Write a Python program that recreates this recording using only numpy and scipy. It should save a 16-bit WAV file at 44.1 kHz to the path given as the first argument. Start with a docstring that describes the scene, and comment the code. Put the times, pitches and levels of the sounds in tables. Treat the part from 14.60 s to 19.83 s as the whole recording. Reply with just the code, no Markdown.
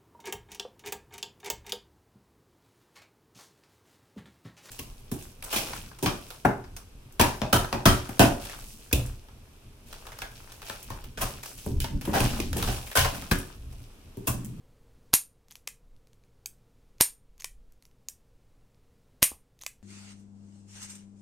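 """A small room hums and rumbles quietly. Close to one microphone, an empty steel revolver is fired:
the hammer snaps onto the frame and sets it ringing, then the trigger scrapes forward and clicks home.
The inner parts tick as the hammer is pulled back, until a catch (the sear) holds it for the next snap.
There are three snaps in all; a dull knock follows the last, before the trigger returns once more.
The recorder rounds off the snaps, and its gain control turns the room noise down after each one."""
import sys
import numpy as np
from scipy import signal
from scipy.fft import rfft, irfft, next_fast_len
from scipy.io import wavfile

SR = 44100
rng = np.random.default_rng(int(sys.argv[2]) if len(sys.argv) > 2 else 0)


def generate_wav(signal):
    """Clip the signal to [-1, 1] and save it as 16-bit WAV at the path in sys.argv[1]."""
    frames = np.transpose(np.atleast_2d(signal))
    scaled = np.clip(frames, -1, 1) * 32767
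    pcm = np.round(scaled).astype(np.int16)
    wavfile.write(sys.argv[1], SR, pcm)


N = 230571
TIME = np.arange(N) / SR


def amp(db):
    """Turn decibels into a gain."""
    return 10 ** (np.asarray(db) / 20)


def add(track, s, sound):
    """Mix a sound into the track, starting at s seconds."""
    start = int(s * SR)
    track[start:start + len(sound)] += sound[:N - start]


def unit(x):
    """Scale a sound so that its energy is 1."""
    return x / np.sqrt(np.sum(x ** 2))


def at_level(x, db):
    """Give a sound the energy of one millisecond at this level."""
    return unit(x) * amp(db) * np.sqrt(SR / 1000)


def decay(t, t60):
    """A fade that falls by 60 dB every t60 seconds (the fade time)."""
    return np.exp(-np.log(1000) * t / t60)


def flatten(x):
    """Make all frequencies in a sound equally strong."""
    return irfft(np.exp(1j * np.angle(rfft(x))))


def colour(x, points, peak_hz=1000, lift_db=0, width=0.21):
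    """Filter a sound by a tone curve of (Hz, dB) points, plus a resonance that lifts one pitch."""
    size = 2 * next_fast_len(len(x))
    hz = np.maximum(np.fft.rfftfreq(size, 1 / SR), 1)
    points_hz, points_db = np.transpose(points)
    curve_db = np.interp(np.log(hz), np.log(points_hz), points_db)
    resonance_db = lift_db / (1 + (np.log(hz / peak_hz) / width) ** 2)
    # arrange the filter so that it rings only after a hit, never before
    cepstrum = irfft(np.log(amp(curve_db + resonance_db)))
    cepstrum[1:size // 2] *= 2
    cepstrum[size // 2 + 1:] = 0
    return irfft(rfft(x, size) * np.exp(rfft(cepstrum)))[:len(x)]


def wander(rate):
    """Random drift, roughly between -1 and 1, with `rate` new values a second."""
    return np.interp(TIME * rate, np.arange(N), rng.standard_normal(N))


def background(air_db=-63, rumble_db=-59.5, rumble_hz=31, waver_db=2):
    """Room noise and hiss, a wavering hum, and a deep rumble that comes and goes."""
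    # tone of the room noise: (frequency [Hz], level [dB])
    air_tone = [(29, -29.5), (50, 1.5), (81, -4), (125, -4.5), (371, -16), (472, -11.5), (615, -20),
                (765, -21.5), (1400, -26.5), (1540, -28.5), (8340, -36), (16000, -40.5)]
    # brief swells of the rumble: (time [s], half-length [s], rise [dB])
    swells = [(1.29, 0.066, 7.5), (2.685, 0.076, 11.5), (2.984, 0.19, 15.5), (4.0, .05, 9.5)]
    # notes of the hum: (frequency [Hz], level [dB])
    hum_notes = [(119, -72), (263, -81), (463, -80)]
    air = unit(colour(rng.standard_normal(N), air_tone)) * amp(air_db)
    lowpass = signal.butter(3, rumble_hz, fs=SR, output="sos")
    rumble = unit(signal.sosfilt(lowpass, rng.standard_normal(N)))
    swell_db = sum(db * np.exp(-((TIME - s) / half_s) ** 2) for s, half_s, db in swells)
    rumble *= amp(rumble_db + swell_db + waver_db * wander(3.4))
    hum = np.zeros(N)
    for hz, db in hum_notes:
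        hum += amp(db + waver_db * wander(2.1)) * unit(np.sin(2 * np.pi * hz * TIME + wander(18)))
    return (air + hum + rumble) * np.sqrt(N)


def chatter(hold_s, t60, rise_s=0.00044, size=4096):
    """Steel on steel: a brief buzz of tiny impacts that dies within milliseconds."""
    t = TIME[:size]
    fade = np.minimum(t / rise_s, 1) * decay(np.maximum(t - hold_s, 0), t60)
    burst = rng.standard_normal(size) * fade
    for _ in range(3):  # even out the tone while keeping the burst short
        burst = flatten(burst) * np.sqrt(fade)
    return burst


def room_response(t60=0.19, late_t60=0.37, late_db=-34, split_hz=4000, gap_s=0.00084, build_s=0.0057):
    """A small furnished room answers a click with a few echoes and a tail whose treble dies first."""
    # first echoes off nearby things: (delay [s], level against the tail [dB])
    echoes = [(.0056, -10), (.0088, -14.5), (0.0121, -6)]
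    # tone of the sound the walls send back: (frequency [Hz], level [dB])
    wall_tone = [(60, -18.5), (250, -19.5), (800, -11), (2500, -5), (4500, -8.5), (7000, -2.5), (10000, -2),
                 (15000, -8.5)]
    t = TIME[:24000]
    noise = flatten(rng.standard_normal(len(t)))
    low = signal.sosfiltfilt(signal.butter(2, split_hz, fs=SR, output="sos"), noise)
    tail = noise * decay(t, t60) + amp(late_db) * low * decay(t, late_t60)
    tail = unit(tail * np.clip((t - gap_s) / build_s, 0, 1))
    for s, db in echoes:
        add(tail, s, amp(db) * unit(chatter(hold_s=0.0013, t60=0.0049)))
    return colour(tail, wall_tone)


def in_room(x, room, echo_db=0):
    """The direct sound together with its echo in the room."""
    echo = signal.fftconvolve(x, room)
    return np.pad(x, (0, len(echo) - len(x))) + amp(echo_db) * echo


def hammer(room, sear_early_s=0.011, graze_early_s=0.0051, sear_db=-38):
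    """The sear lets go; the hammer grazes the inner parts and slams the frame, which jolts and rings."""
    # hammer falls: (time [s], strike [dB], graze [dB], thump [dB], thump resonance [Hz],
    # steel ring [dB], frame resonance [Hz], its lift [dB])
    snaps = [(0.5378, -4.5, -19, -17, 510, -11.5, 4300, 6), (2.4091, -2, -16.5, -14, 740, -9.5, 4350, 6),
             (4.6271, -1.5, -17, -13.5, 780, -9.5, 2787, 6.5)]
    # tones of the light contacts, the strike and the thump: (frequency [Hz], level [dB])
    light_tone = [(240, -40.5), (400, -9.5), (885, -2), (3530, -2), (5910, -5.5), (6390, -6.5),
                  (8580, -14.5), (10700, -0.5), (14800, -17.5), (16500, -18.5)]
    strike_tone = [(120, -39), (200, -11), (799, -7.5), (1440, -11), (2130, -6.5), (3190, -10), (4210, -8),
                   (6430, -4), (6800, -3.5), (7880, -5.5), (8970, -1.5), (10200, -7), (12100, 2.5),
                   (15300, -12), (16500, -22)]
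    thump_tone = [(20, -4.5), (50, 3.5), (130, 7), (280, 1.5), (500, -4), (800, -7), (1400, -13.5),
                  (4000, -37)]
    out = np.zeros(N)
    for s, strike_db, graze_db, thump_db, thump_hz, ring_db, frame_hz, lift_db in snaps:
        release = colour(chatter(hold_s=0.0051, t60=0.015, rise_s=0.0057), light_tone)
        add(out, s - sear_early_s, in_room(at_level(release, sear_db), room))
        graze = colour(chatter(hold_s=0.0033, t60=0.01), light_tone)
        add(out, s - graze_early_s, in_room(at_level(graze, graze_db), room))
        strike = colour(chatter(hold_s=0.0018, t60=0.018), strike_tone, frame_hz, lift_db)
        add(out, s, in_room(at_level(strike, strike_db), room))
        thump = colour(signal.unit_impulse(len(strike)), thump_tone, thump_hz, lift_db=6)
        add(out, s, in_room(at_level(thump, thump_db), room, echo_db=-5))
        add(out, s, at_level(boom(hz=60.18, t60=0.03), thump_db - 12))
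        add(out, s, in_room(at_level(steel_ring(), ring_db), room, echo_db=5))
    return out


def boom(hz, t60, size=12000):
    """A short, deep swing after a hit."""
    t = TIME[:size]
    return np.sin(2 * np.pi * hz * t) * decay(t, t60)


def steel_ring(count=4, detune=0.015, size=12000):
    """Each note of the gun is a cluster of close, randomly spread pitches that throb as they fade."""
    # ringing notes of hammer, frame and cylinder: (frequency [Hz], level [dB], fade time [s])
    steel_notes = [(2760, -14.5, 0.065), (3395, -19, 0.1), (4430, -12, 0.06), (5120, -14, .05),
                   (6296, -10, 0.051), (6900, -7.5, 0.027), (8730, -3, 0.044), (8670, -4.5, 0.053),
                   (9010, -15.5, 0.22), (9000, -5, 0.13), (9200, -3.5, 0.058), (9380, -2.5, 0.05),
                   (9430, -2.5, 0.034), (9990, -5.5, 0.045), (10070, -10.5, 0.021), (11260, -3.5, 0.035),
                   (11300, -4.5, 0.032), (11580, -2.5, 0.036), (12530, -2, .03), (12400, -2.5, .03),
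                   (11280, -4, 0.056)]
    t = TIME[:size]
    ring = np.zeros(size)
    for hz, db, t60 in steel_notes:
        pitches = hz * (1 + detune * rng.uniform(-1, 1, (count, 1)))
        phases = rng.uniform(0, 2 * np.pi, (count, 1))
        throb = np.sin(2 * np.pi * pitches * t + phases).sum(axis=0)
        ring += amp(db) * np.sqrt(t60) * unit(throb * decay(t, t60))
    return ring


def trigger_return(room, rub_from=-0.23, rub_to=0.3, ping_place=0.38):
    """The trigger slides forward past the same parts each time; only its pace and force differ."""
    # forward strokes: (time at the middle [s], half-length [s], finger delays the end by [s],
    # level [dB], spring ping [dB])
    strokes = [(0.9096, 0.026, 0.019, -33.5, -46), (2.7998, .0203, 0.00085, -33, -32),
               (5.0135, .0232, -.0012, -32.5, -32)]
    # where the trigger meets each part: (place [-1 = start of the stroke, 1 = end])
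    places = [-1, -.23, 0, .185, .38, 1]
    # those parts: (level against the stroke [dB], resonance [Hz], its lift [dB], treble tilt [dB/octave])
    parts = [(-16.5, 5595, 5, -3), (-19, 3280, 10, -10), (-5, 3900, 7, 3.5), (-7.5, 2800, -4, -3),
             (-8, 6240, 8, -5), (0, 5500, -3, -2.5)]
    out = np.zeros(N)
    for s, half_s, delay_s, db, ping_db in strokes:
        time_at = lambda place: s + half_s * place + delay_s * max(place, 0) ** 2
        for place, (part_db, peak_hz, lift_db, tilt_db) in zip(places, parts):
            add(out, time_at(place), touch(room, db + part_db, peak_hz, lift_db, tilt_db))
        rubbing = rub(time_at(rub_to) - time_at(rub_from))
        add(out, time_at(rub_from), in_room(at_level(rubbing, db - 9), room, echo_db=-6))
        add(out, time_at(ping_place), in_room(at_level(ping(), ping_db), room, echo_db=-15))
    return out


def touch(room, db, peak_hz, lift_db, tilt_db, echo_db=-5, uneven_db=4):
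    """Small steel parts touch lightly; every spot has its own tone, which the room evens out."""
    # basic tone of a tick: (frequency [Hz], level [dB])
    tick_tone = [(200, -23), (600, -7), (1050, 0), (1500, -6.5), (2200, -0.5), (4000, 0), (6500, 3),
                 (8500, -2.5), (13000, 2), (16000, -10)]
    bands_hz = np.geomspace(1500, 16000, 24)
    treble_octaves = np.maximum(np.log2(bands_hz / 4000), 0)
    spot_db = tilt_db * treble_octaves + uneven_db * rng.standard_normal(len(bands_hz))
    tick = colour(chatter(hold_s=0.00047, t60=0.009), tick_tone)
    direct = colour(tick, np.column_stack([bands_hz, spot_db]), peak_hz, lift_db, width=0.085)
    sound = signal.fftconvolve(at_level(tick, db + echo_db), room)
    add(sound, 0, at_level(direct, db))
    return sound


def rub(length_s, grain_db=5):
    """Steel slides over steel in a dense run of tiny slips."""
    # tone of the rubbing: (frequency [Hz], level [dB])
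    rub_tone = [(800, -31), (2000, 0), (3300, 4), (6000, -4), (10000, -12), (16000, -27)]
    size = int(length_s * SR)
    slips = rng.standard_normal(size) * amp(grain_db * rng.standard_normal(size))
    slips *= signal.windows.tukey(size)
    return colour(np.pad(slips, (0, size)), rub_tone)


def ping(hz=6480, t60=0.006, rise_s=0.00035, size=4096):
    """A small spring is flicked and stilled at once."""
    t = TIME[:size]
    return np.sin(2 * np.pi * hz * t) * np.minimum(t / rise_s, 1) * decay(t, t60)


def latch(clicks, near_tone, room_tone, room, hold_s, t60, width, room_lift_db):
    """A sprung part lands with two quick contacts; the side facing the microphone has its own tone."""
    out = np.zeros(N)
    for s, first_db, gap_s, second_db, echo_db, peak_hz, lift_db in clicks:
        for when, db in (s, first_db), (s + gap_s, second_db):
            contact = chatter(hold_s, t60)
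            direct = colour(contact, near_tone, peak_hz, lift_db, width)
            add(out, when, at_level(direct, db))
            spread = colour(contact, room_tone, peak_hz, lift_db + room_lift_db, width)
            add(out, when, signal.fftconvolve(at_level(spread, db + echo_db), room))
    return out


def trigger_reset(room):
    """The trigger springs home, striking twice."""
    # trigger clicks: (time [s], level [dB], gap to second contact [s], its level [dB],
    # echo gain [dB], resonance [Hz], its lift [dB])
    clicks = [(1.0736, -24, 0.0021, -20.5, -5, 2760, 5.5), (2.8437, -20.5, .0022, -22.5, -5, 10250, 10),
              (5.0635, -19, 0.00206, -21, -6.5, 2360, 9.5)]
    # tones sent to the microphone and into the room: (frequency [Hz], level [dB])
    near_tone = [(210, -26.5), (350, -16.5), (532, -12.5), (747, -13), (1010, -6.5), (1490, -21.5),
                 (2310, -1), (2580, -5.5), (4260, -12), (4920, -5), (7250, -6), (9690, -15.5), (11400, -9),
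                 (14500, -21), (16500, -17)]
    room_tone = [(410, -65), (700, -15), (1080, -5), (1300, -15), (1840, -4), (2300, 0), (3640, -7),
                 (7990, -3), (10400, -7.5), (14200, -6.5), (16000, -15)]
    return latch(clicks, near_tone, room_tone, room,
                 hold_s=0.000775, t60=0.0087, width=0.036, room_lift_db=-4.5)


def inner_ticks(room, peak_hz=5400, lift_db=2):
    """Inner parts tick as the hammer comes back, the cylinder turns and the trigger is squeezed."""
    # light ticks: (time [s], level [dB], treble tilt [dB/octave])
    ticks = [(1.364, -59, -4), (1.4715, -55, -5), (1.5316, -53, -6), (1.637, -57.5, -8),
             (2.3828, -54.5, -8), (3.1225, -52, 3.5), (3.2239, -47, -4), (3.2527, -45, -2.5),
             (3.3124, -60, -8.5), (4.1450, -62.5, -12)]
    out = np.zeros(N)
    for s, db, tilt_db in ticks:
        add(out, s, touch(room, db, peak_hz, lift_db, tilt_db))
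    return out


def sear_catch(room):
    """The sear drops into place and holds the pulled-back hammer."""
    # sear clicks: (time [s], level [dB], gap to second contact [s], its level [dB],
    # echo gain [dB], resonance [Hz], its lift [dB])
    clicks = [(1.8586, -24, .0014, -24, -6, 4670, 3), (3.4854, -21.5, 0.001307, -28.5, -6.5, 6910, 7.5)]
    # tones sent to the microphone and into the room: (frequency [Hz], level [dB])
    near_tone = [(410, -32), (700, -29.5), (1050, -19), (1550, -31.5), (2360, -7.5), (3240, -23),
                 (4640, -7), (5150, -10.5), (6710, -1.5), (8190, -17.5), (9850, -13), (11200, -19.5),
                 (12200, -11.5), (14600, -20), (16500, -12)]
    room_tone = [(820, -51), (1400, -18), (2330, -11.5), (4120, -16), (5770, -2.5), (7010, -10.5),
                 (7680, -5.5), (10800, -10), (14200, -4.5), (16000, -15)]
    return latch(clicks, near_tone, room_tone, room,
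                 hold_s=0.00046, t60=0.0071, width=0.031, room_lift_db=-2)


def knock(room):
    """A soft, dull bump with a deep swing after it."""
    # the bump: (time [s], level [dB])
    bumps = [(4.7162, -31)]
    # its tone: (frequency [Hz], level [dB])
    bump_tone = [(30, -2), (70, -21), (250, 12.5), (600, 3), (1200, 10), (1700, -33), (4000, -26)]
    out = np.zeros(N)
    for s, db in bumps:
        bump = colour(chatter(hold_s=0.00062, t60=0.0048), bump_tone)
        add(out, s, in_room(at_level(bump, db), room, echo_db=2))
        add(out, s, at_level(boom(hz=66, t60=0.19), db - 2))
    return out


def scene():
    """Each part's sound takes its own paths through the room; one microphone feeds both channels."""
    sources = hammer, trigger_reset, sear_catch, trigger_return, inner_ticks, knock
    mono = sum(source(room_response()) for source in sources) + background()
    return np.array([mono, mono])


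def record(dry, threshold_db=-32, slope=0.42, attack_s=0.056, release_s=2.5, ceiling=0.94, top_hz=15700):
    """Gain control turns loud sounds down and recovers slowly; peaks are rounded, the top treble cut."""
    pole = np.exp(-1 / (attack_s * SR))
    smooth = lambda x: signal.lfilter([1 - pole], [1, -pole], x)
    level_db = 10 * np.log10(smooth(dry[0] ** 2) + 1e-18)
    wanted_cut_db = slope * np.maximum(level_db - threshold_db, 0)
    recovery = np.exp(-TIME / release_s)
    held_cut_db = np.maximum.accumulate(wanted_cut_db / recovery) * recovery  # each cut fades slowly
    rounded = ceiling * np.tanh(dry * amp(-smooth(held_cut_db)) / ceiling)
    lowpass = signal.ellip(8, 0.2, 70, top_hz, fs=SR, output="sos")
    return signal.sosfilt(lowpass, rounded)


dry = scene()
out = record(dry)
generate_wav(out)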